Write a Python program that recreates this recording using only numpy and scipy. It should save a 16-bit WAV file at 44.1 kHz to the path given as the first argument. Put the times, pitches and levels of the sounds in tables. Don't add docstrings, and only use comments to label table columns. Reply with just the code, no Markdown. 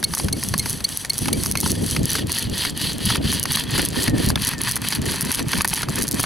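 import sys
import numpy as np
from scipy import signal
from scipy.fft import rfft, irfft
from scipy.io import wavfile
from scipy.ndimage import uniform_filter1d

SR = 44100
rng = np.random.default_rng(int(sys.argv[2]) if len(sys.argv) > 2 else 0)


def master(y):
    cut = np.clip(np.atleast_2d(y).T, -1, 1)
    pcm = np.round(cut * 32767)
    wavfile.write(sys.argv[1], SR, pcm.astype(np.int16))


N = 275625
TIME = np.arange(N) / SR

# start in seconds, length in seconds, level in dB,
# start pitch in Hz, end pitch in Hz, level of the pure ring in dB.
SQUEAKS = [(0.038, 0.015, -12.5, 1710, 2203, -4), (0.326, 0.011, -15, 1860, 2215, -11),
           (.594, 0.01, -12, 2040, 2145, -28), (0.8407, 0.017, -18, 1830, 2240, 5.5),
           (1.096, 0.013, -16.5, 1970, 2200, 4.5), (1.3284, 0.0101, -10.5, 1910, 2320, -22),
           (1.572, 0.0069, -14, 2040, 2190, -23), (4.356, 0.0033, -22.5, 1810, 1750, 10)]
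# pitch in Hz, basic width in Hz, relative level in dB.
WOOD_MODES = [(946, 57, -13), (1804, 170, -6), (1860, 110, -1.5), (2990, 280, -4), (3197, 420, 5),
              (4004, 90, -9.5), (4460, 310, 1.5)]
# frequency in Hz, relative level in dB.
SNAP_COLOUR = [(600, -23), (2500, -26), (4800, -10), (6500, -5.5), (7600, -24), (9000, -1.5), (10400, 1.5),
               (12500, -4.5), (14000, -23.5), (16000, -22)]


def gain_of(db):
    return 10 ** (np.asarray(db) / 20)


def evened(x):
    return x / np.sqrt(np.mean(x ** 2) + 1e-20)


def peaked(x):
    return x / (abs(x).max() + 1e-20)


def read(points, hz):
    f, value = np.transpose(points)
    return np.interp(np.log(hz + 1), np.log(f + 1), value)


def add(mix, s, sound):
    part = mix[max(round(s * SR), 0):][:len(sound)]
    part += sound[:len(part)]


def colour(x, spectrum, size=2048):
    hz = abs(np.fft.fftfreq(size, 1 / SR))
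    log_gain = np.log(gain_of(read(spectrum, hz)))
    response = np.fft.ifft(np.exp(np.conj(signal.hilbert(log_gain)))).real[:size // 2]
    return signal.oaconvolve(x, response)[:len(x)]


def ring(x, hz, width_hz):
    r = np.exp(-np.pi * width_hz / SR)
    return 2 * signal.lfilter([1 - r], [1, -r * np.exp(2j * np.pi * hz / SR)], x).real


def wander(rate_hz):
    hz = np.fft.rfftfreq(N, 1 / SR)
    slow = rfft(rng.standard_normal(N)) / (1 + (hz / rate_hz) ** 4)
    return evened(irfft(slow, N))


def chance_times(per_s):
    due = np.cumsum(per_s) / SR
    count = int(due[-1])
    marks = np.arange(count) + rng.random(N)[:count]
    return np.interp(marks, due, TIME)


def bow():
    # moment in seconds, rubbing that goes on through the turn in dB.
    turns = [(-0.2, 1), (0.042, -20), (0.317, -7), (0.574, -2.5), (0.835, -5.5), (1.092, -8), (1.322, -1.5),
             (1.551, -8), (1.785, -6), (2.02, -7.5), (2.252, -32), (2.493, -14), (2.737, -24), (2.977, -12),
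             (3.202, -30), (3.444, -19), (3.667, -12), (3.905, -10), (4.127, -28), (4.351, -26),
             (4.569, -17), (4.797, -15), (5.007, -15), (5.237, -4), (5.446, -19), (5.656, -13),
             (5.872, -19), (6.1, -15), (6.33, -15)]
    # time in seconds, board groan in dB, grinding in dB, dry hiss in dB.
    wear = [(0.3, -48, -41, -32), (1.199, -43, -37.5, -32), (1.75, -44, -36, -28), (2.15, -43, -30, -31),
            (3.2, -36.5, -26, -30.5), (4.4, -33.5, -30.5, -31.5), (5.35, -32.5, -30.5, -30.5),
            (6.1, -34, -34, -33)]
    push_db = 0.6
    stick_s, stick_db = 0.012, -7

    turn_s, rest_db = np.transpose(turns)
    swing = -np.sin(np.pi * np.interp(TIME, turn_s, np.arange(len(turn_s))))
    speed = abs(swing)
    rest = gain_of(np.interp(TIME, turn_s, rest_db))
    stuck = sum(np.exp(-abs(TIME - start + stick_s / 2) / stick_s) for start, *_ in SQUEAKS)
    drive = np.hypot(rest * (1 - speed), speed ** 0.95) * gain_of(push_db * swing + stick_db * stuck)

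    s, *levels = np.transpose(wear)
    powers = (.85, 1.1, 1.15)
    return speed, [drive ** power * gain_of(np.interp(TIME, s, db)) for db, power in zip(levels, powers)]


def grit(per_s, spread_db):
    size = gain_of(spread_db * np.minimum(rng.exponential(1, N), 4.5))
    happens = rng.random(N) < per_s / SR
    return evened(size * rng.standard_normal(N) * happens)


def sing(modes):
    total = np.zeros(N)
    for hz, width, db in modes:
        once = ring(rng.standard_normal(N), hz, 1.6 * width)
        twice = ring(once, hz, 1.6 * width)
        total += gain_of(db) * evened(twice * gain_of(4.1 * wander(43)))
    return total


def spindle():
    # frequency in Hz, relative level in dB.
    groan_colour = [(200, -48), (450, -16), (720, -14), (950, 2), (1300, -5.5), (1800, 3), (2200, -3.5),
                    (2600, 1.5), (3400, -47), (6000, -54)]
    grind_colour = [(2000, -19.5), (2600, -9.5), (3100, -2), (3400, -2), (3700, -6.5), (4100, 2),
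                    (4450, -0.5), (4900, -2.5), (5600, -40), (7000, -24.5)]
    hiss_colour = [(2500, -15.5), (4400, -25), (5300, -2.5), (6000, 4), (6350, -1), (6700, 0),
                   (7500, -15.5), (7950, 5.5), (8500, -5), (10100, 10.5), (10800, 3), (11900, 0.5),
                   (13500, -9), (16000, -23)]
    # pitch in Hz, basic width in Hz, relative level in dB.
    tip_modes = [(4510, 490, 5), (6010, 200, 3), (8080, 370, -0.5), (9720, 160, -1), (11100, 300, -28)]

    speed, (groan, grind, hiss) = bow()
    chatter = wander(90)
    slips = grit(3000 + 9000 * speed, 1.1)
    groaning = colour(grit(2500, 1.6), groan_colour)
    low = groan * evened(groaning * gain_of(3.0 * chatter + 1.9 * wander(50)))
    middle = grind * evened(colour(slips, grind_colour) * gain_of(2.0 * chatter + 1.8 * wander(84)))
    high = hiss * evened(colour(slips, hiss_colour) * gain_of(1.2 * chatter + 1.5 * wander(110)))

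    singing = grind * evened(sing(WOOD_MODES) * gain_of(2.0 * chatter))
    ringing = hiss * evened(sing(tip_modes))

    jolts = grit(130, 2.0)
    jolted = sum(gain_of(db) * evened(ring(jolts, hz, 2 * width)) for hz, width, db in WOOD_MODES)
    crumbs = grind * evened(jolted)
    crackle = hiss * speed * evened(colour(grit(140, 2.2), SNAP_COLOUR))

    rub = low + gain_of(-1.5) * middle + gain_of(-2.0) * high + gain_of(-9.0) * crackle
    return rub + gain_of(-3.5) * singing + gain_of(-7) * crumbs + gain_of(-6.5) * ringing


def gust(peak_s, length, db):
    return db - 10 * np.log10(1 + (2 * (TIME - peak_s) / length) ** 4)


def buffet(spectrum, level_db, lumpy_db):
    # frequency in Hz, likeness from 0 to 1.
    likeness = [(40, .87), (80, .87), (170, .68), (350, .75), (600, .6), (900, .5)]
    # frequency in Hz, phase in radians.
    lag = [(100, 0), (170, .55), (290, 1.5), (450, 1.85), (900, 1.8)]

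    hz = np.fft.rfftfreq(N, 1 / SR)
    left, other = rfft(rng.standard_normal((2, N))) * gain_of(read(spectrum, hz))
    same = np.clip(read(likeness, hz), 0, 1)
    right = (same * left + np.sqrt(1 - same ** 2) * other) * np.exp(-1j * read(lag, hz))
    ports = irfft(np.array([left, right]), N) * gain_of(lumpy_db * wander(37.0))
    return gain_of(level_db) * ports / ports.mean(0).std()


def wind():
    # strongest moment in seconds, length in seconds, rumble in dB, flutter in dB.
    gusts = [(0.25, 0.042, -23.5, -28.5), (0.35, 0.062, -26.5, -28.5), (0.52, 0.05, -28, -40),
             (1.249, 0.08, -24.5, -32.5), (1.347, 0.15, -24.5, -28), (1.707, 0.12, -22.5, -29),
             (1.82, 0.085, -24, -28.5), (2.005, 0.1, -22, -28), (2.243, 0.12, -27.5, -31),
             (2.492, 0.11, -26, -35), (3.216, 0.18, -25.5, -32), (3.783, 0.11, -23.5, -28),
             (3.988, 0.14, -28, -30.5), (4.158, 0.12, -19, -26), (4.301, 0.12, -22, -30.5),
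             (5.052, 0.18, -25, -31), (5.262, 0.08, -25, -33), (5.433, 0.05, -26.5, -31),
             (5.57, 0.06, -25, -33), (5.895, 0.032, -23, -28), (6.009, 0.07, -24.5, -26),
             (6.167, 0.068, -24.5, -28.5)]
    # time in seconds, level in dB.
    breeze = [(0.0, -34.5), (0.68, -30), (0.85, -37.5), (1.12, -42), (1.45, -27.5), (2.7, -33), (2.9, -28),
              (4.35, -30), (4.7, -32.5), (6.25, -32.5)]
    # frequency in Hz, relative level in dB.
    rumble_colour = [(15, -12), (30, -18), (60, -2), (130, 1), (210, -1), (300, -12.5), (500, -51),
                     (1500, -58), (4000, -95)]
    flutter_colour = [(120, -24), (250, 0), (330, -2), (450, -7), (650, -16), (1100, -31), (2500, -45),
                      (6000, -90)]

    breeze_db = np.interp(TIME, *np.transpose(breeze))
    rumbles = [gust(s, length, db) for s, length, db, _ in gusts]
    flutters = [gust(s, length, db) for s, length, _, db in gusts]
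    rumble_db = np.max([breeze_db] + rumbles, axis=0)
    flutter_db = np.max([breeze_db - 8.5] + flutters, axis=0)
    return buffet(rumble_colour, rumble_db, lumpy_db=3.0) + buffet(flutter_colour, flutter_db, lumpy_db=3.0)


def forest():
    # frequency in Hz, relative level in dB.
    hush_colour = [(50, 0), (400, -1), (1000, -3), (2300, -9), (3200, -7), (4500, -12), (6000, -16),
                   (9000, -17), (10200, -12), (11500, -17), (13000, -22), (16000, -25)]
    near, left, right = (evened(colour(z, hush_colour)) for z in rng.standard_normal((3, N)))
    return gain_of(-45.5) * (near + .5 * np.array([left, right]))


def knock(db, hz):
    # frequency in Hz, relative level in dB.
    wood_colour = [(200, -20), (550, -7.5), (950, -0.5), (1500, -2), (2400, -3.5), (3200, -9.5),
                   (4500, -7.5), (9000, -52)]
    crack_colour = [(500, -20.5), (2000, -9), (3500, -8.5), (4600, 9.5), (5400, 2.5), (6400, 4),
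                    (7600, -16), (10000, 7.5), (13000, -6), (16000, -35)]

    t = np.arange(SR // 20) / SR
    rattle, crack = rng.standard_normal((2, len(t)))
    contact = rattle * (np.exp(-t / 0.0036) + 0.033 * np.exp(-t / 0.0063))
    contact[0] += 2.5
    wood = peaked(colour(contact, wood_colour))
    wood = peaked(wood + .35 * peaked(ring(wood, hz, 300)))
    edge = peaked(colour(crack * np.exp(-t / 0.0032), crack_colour))
    return gain_of(db + 3.0) * wood + gain_of(min(-11.5, db + 3.5)) * edge


def knocks():
    # start in seconds, relative level in dB, strongest ring in Hz.
    set_knocks = [(0.028, -17.5, 1910), (0.137, -17.5, 830), (0.172, -23.5, 1060), (0.198, -18.5, 910),
                  (0.284, -21, 1590), (0.539, -11.5, 1060), (0.658, -18, 950), (0.805, -24.5, 1030),
                  (1.048, -21, 1824), (1.283, -15.5, 1010), (1.46, -16, 1090), (1.554, -11.5, 2400),
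                  (1.631, -18.5, 850), (1.661, -16, 912), (1.964, -12.5, 2450), (2.153, -15.5, 1760),
                  (2.65, -15, 1950), (3.102, -13, 1420), (3.157, -15, 1540), (3.455, -15.5, 1860),
                  (3.571, -13, 1860), (3.779, -15, 1560), (3.794, -11, 1790), (4.079, -14, 1840),
                  (4.302, -13.5, 870), (4.357, -16, 1320), (4.673, -17.5, 1820), (4.847, -22, 3050),
                  (4.924, -14.5, 1840), (5.393, -17.5, 1680), (5.532, -11.5, 1590), (5.608, -10, 1330),
                  (5.647, -9, 1890), (5.732, -19.5, 840), (5.831, -16, 1620), (6.195, -17.5, 880),
                  (6.238, -11.5, 1560)]
    taps_per_s, tap_db, tap_spread_db = 4.0, -21.5, 1.5

    out = np.zeros(N)
    _, (groan, *_) = bow()
    for s, db, hz in set_knocks:
        add(out, s, knock(db, hz))
    for s in chance_times(taps_per_s * groan / groan.mean()):
        hz = WOOD_MODES[rng.integers(2)][0]
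        add(out, s, knock(tap_db + tap_spread_db * rng.standard_normal(), hz))
    return out


def squeaks():
    # frequency in Hz, relative level in dB.
    body_colour = [(1000, -27), (2200, -11.5), (3000, -0.5), (4300, 0), (5200, 2.5), (6200, -0.5),
                   (7400, -12.5), (8600, -0.5), (10000, 3), (11000, -1.5), (13000, -8.5), (16000, -9)]

    out = np.zeros(N)
    t = np.arange(SR // 20) / SR
    for s, length, db, start_hz, end_hz, ring_db in SQUEAKS:
        u = np.minimum(t / length, 1)
        jitter, scrape = rng.standard_normal((2, len(t)))
        unsettled = (1 - u) ** 3
        shake_hz = 50 * evened(uniform_filter1d(jitter, size=30))
        hz = end_hz + unsettled * (start_hz - end_hz + shake_hz)
        phase = 2 * np.pi * np.cumsum(hz) / SR

        pulses = np.zeros(len(t))
        for k in range(1, 7):
            strength = gain_of(2 * rng.standard_normal())
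            pulses += strength * np.cos(k * phase + rng.uniform(0, 2 * np.pi))
        rasp = evened(colour(pulses + 1.1 * scrape, body_colour))
        bite = abs(np.sin(np.pi * u ** .5)) ** 1.3
        swell = abs(np.sin(np.pi * u ** 1.35)) ** 1.7
        tone = gain_of(ring_db) * swell * np.sin(2 * phase)
        after = gain_of(-19) * u * np.exp(-t / 0.011) * (np.sin(phase) + np.sin(2 * phase))
        add(out, s, gain_of(db) * (0.8 * bite * rasp + 1.24 * tone + 2 * after))
    return out


def snap(db):
    # frequency in Hz, relative level in dB.
    dull_colour = [(500, -42), (2000, -20), (3500, -3), (4600, 11), (5400, 5.5), (6400, 8.5), (7600, 13.5),
                   (10000, -39)]

    t = np.arange(SR // 50) / SR
    click = 0.12 * rng.standard_normal(len(t)) * np.exp(-t / 0.0021)
    click[0] += 1
    fibre = peaked(ring(click, rng.uniform(8900, 14100), 1350))
    dull_db = -17 - db + 4.5 * rng.standard_normal()
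    dull = gain_of(dull_db) * peaked(colour(click, dull_colour))
    sound = peaked(colour(click, SNAP_COLOUR)) + 0.32 * fibre + dull
    return gain_of(db + 1.0) * peaked(sound)


def snaps():
    # start in seconds, relative level of the first snap in dB, snaps in the run.
    set_runs = [(0.1503, 0, 1), (0.1806, -8.5, 2), (0.4874, -8.5, 1), (0.5795, -2.5, 2), (0.6971, -5, 2),
                (0.9735, 1, 1), (1.1812, 0.5, 2), (1.4357, 1, 1), (1.4608, -3.5, 2), (1.5137, -1, 2),
                (1.6034, 1, 2), (1.7178, -2, 1), (1.9114, -10, 2), (2.0557, -3, 1), (2.104, -7, 1),
                (2.1323, -3.5, 1), (2.3194, -1, 2), (2.386, -6, 2), (3.0595, -1.5, 1), (3.333, -4.5, 1),
                (3.3972, -2, 1), (3.4297, -3, 2), (3.521, -1.5, 2), (3.5592, -1.5, 1), (3.8511, -5, 2),
                (3.8873, -9, 1), (4.0402, -6.5, 1), (4.2883, -6, 1), (4.4493, -5, 1), (4.4719, -6, 2),
                (4.4903, -0.5, 1), (4.6162, -2, 1), (4.713, 1, 2), (4.7577, -5, 2), (4.8867, 2.5, 1),
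                (5.2098, 2, 3), (5.25, -12.5, 2), (5.3173, 3, 2), (5.3473, 1, 2), (5.6193, 1, 1),
                (5.6465, -5, 2), (5.677, 3, 5), (5.7385, -0.5, 2), (6.0236, 2, 3), (6.0804, -5.5, 2),
                (6.1122, -5.5, 3), (6.2024, -1, 2), (6.2314, -2, 1)]
    # time in seconds, runs a second at full speed.
    chance_rate = [(0.5, 5), (2.0, 15), (6.0, 24)]
    full_db, rest_db, spread_db, pair_share = -9.0, -9.5, 1.5, 0.36
    run_gap_s, run_fade_db = 0.0076, 3.5

    out, runs = np.zeros(N), list(set_runs)
    speed, _ = bow()
    for s in chance_times(np.sqrt(speed) * np.interp(TIME, *np.transpose(chance_rate))):
        slowness = 1 - np.interp(s, TIME, speed)
        db = full_db + rest_db * slowness + spread_db * rng.standard_normal()
        runs.append((s, db, 1 + (rng.random() < pair_share)))
    for s, db, count in runs:
        for k in range(round(count)):
            add(out, s + k * run_gap_s * rng.uniform(.95, 1.05), snap(db - k * run_fade_db))
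    return out


def bird():
    # start in seconds, length in seconds, pitch the slide starts from in Hz,
    # end pitch in Hz, relative level in dB.
    whistles = [(1.676, 0.19, 3630, 3100, -40), (2.336, 0.18, 3530, 2750, -40),
                (2.655, 0.18, 3550, 2800, -42), (2.984, 0.26, 3500, 2730, -46),
                (3.318, 0.16, 3480, 2700, -35), (3.652, .17, 3510, 2710, -32),
                (4.002, 0.19, 2070, 1700, -37.5), (4.443, 0.19, 2060, 1693, -36)]

    out = np.zeros(N)
    for s, length, top_hz, end_hz, db in whistles:
        t = np.arange(int(length * SR)) / SR
        hook = 1 - 0.189 * np.exp(-t / 0.0079)
        hz = np.geomspace(top_hz, end_hz, len(t)) * hook
        tone = np.sin(2 * np.pi * np.cumsum(hz) / SR)
        add(out, s, gain_of(db) * signal.windows.tukey(len(t), .2) * tone)
    t = np.arange(SR // 2) / SR
    trees = rng.standard_normal(len(t)) * gain_of(-60 * t / 0.4)
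    smeared = signal.oaconvolve(out, trees / np.linalg.norm(trees))[:N]
    return 0.59 * out + gain_of(-8.0) * smeared


def litter(x):
    t = np.arange(SR // 10) / SR
    taps = rng.standard_normal((2, len(t))) * gain_of(-60 * t / 0.016) * (t > .001)
    dulled = colour(x, [(500, 4), (2000, 3), (5000, 1), (10000, -1), (16000, -2)])
    return signal.oaconvolve(dulled[None], taps / np.linalg.norm(taps[0]), axes=1)[:, :N]


def scene():
    outdoors = bird() + wind() + forest()
    drill = spindle() + squeaks() + knocks() + snaps()
    echo = gain_of(-21) * litter(drill)
    return drill + echo + outdoors


def record(dry):
    over_db = np.maximum(20 * np.log10(abs(dry).max(0) + 1e-9) + 5, 0)
    fall = TIME * 220
    duck_db = uniform_filter1d(np.maximum.accumulate(over_db + fall) - fall, size=8)
    low_pass = signal.firwin(255, 16000, window=("kaiser", 9), fs=SR)
    return signal.oaconvolve(dry / gain_of(duck_db), low_pass[None], "same")


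dry = scene()
out = record(dry)
master(out)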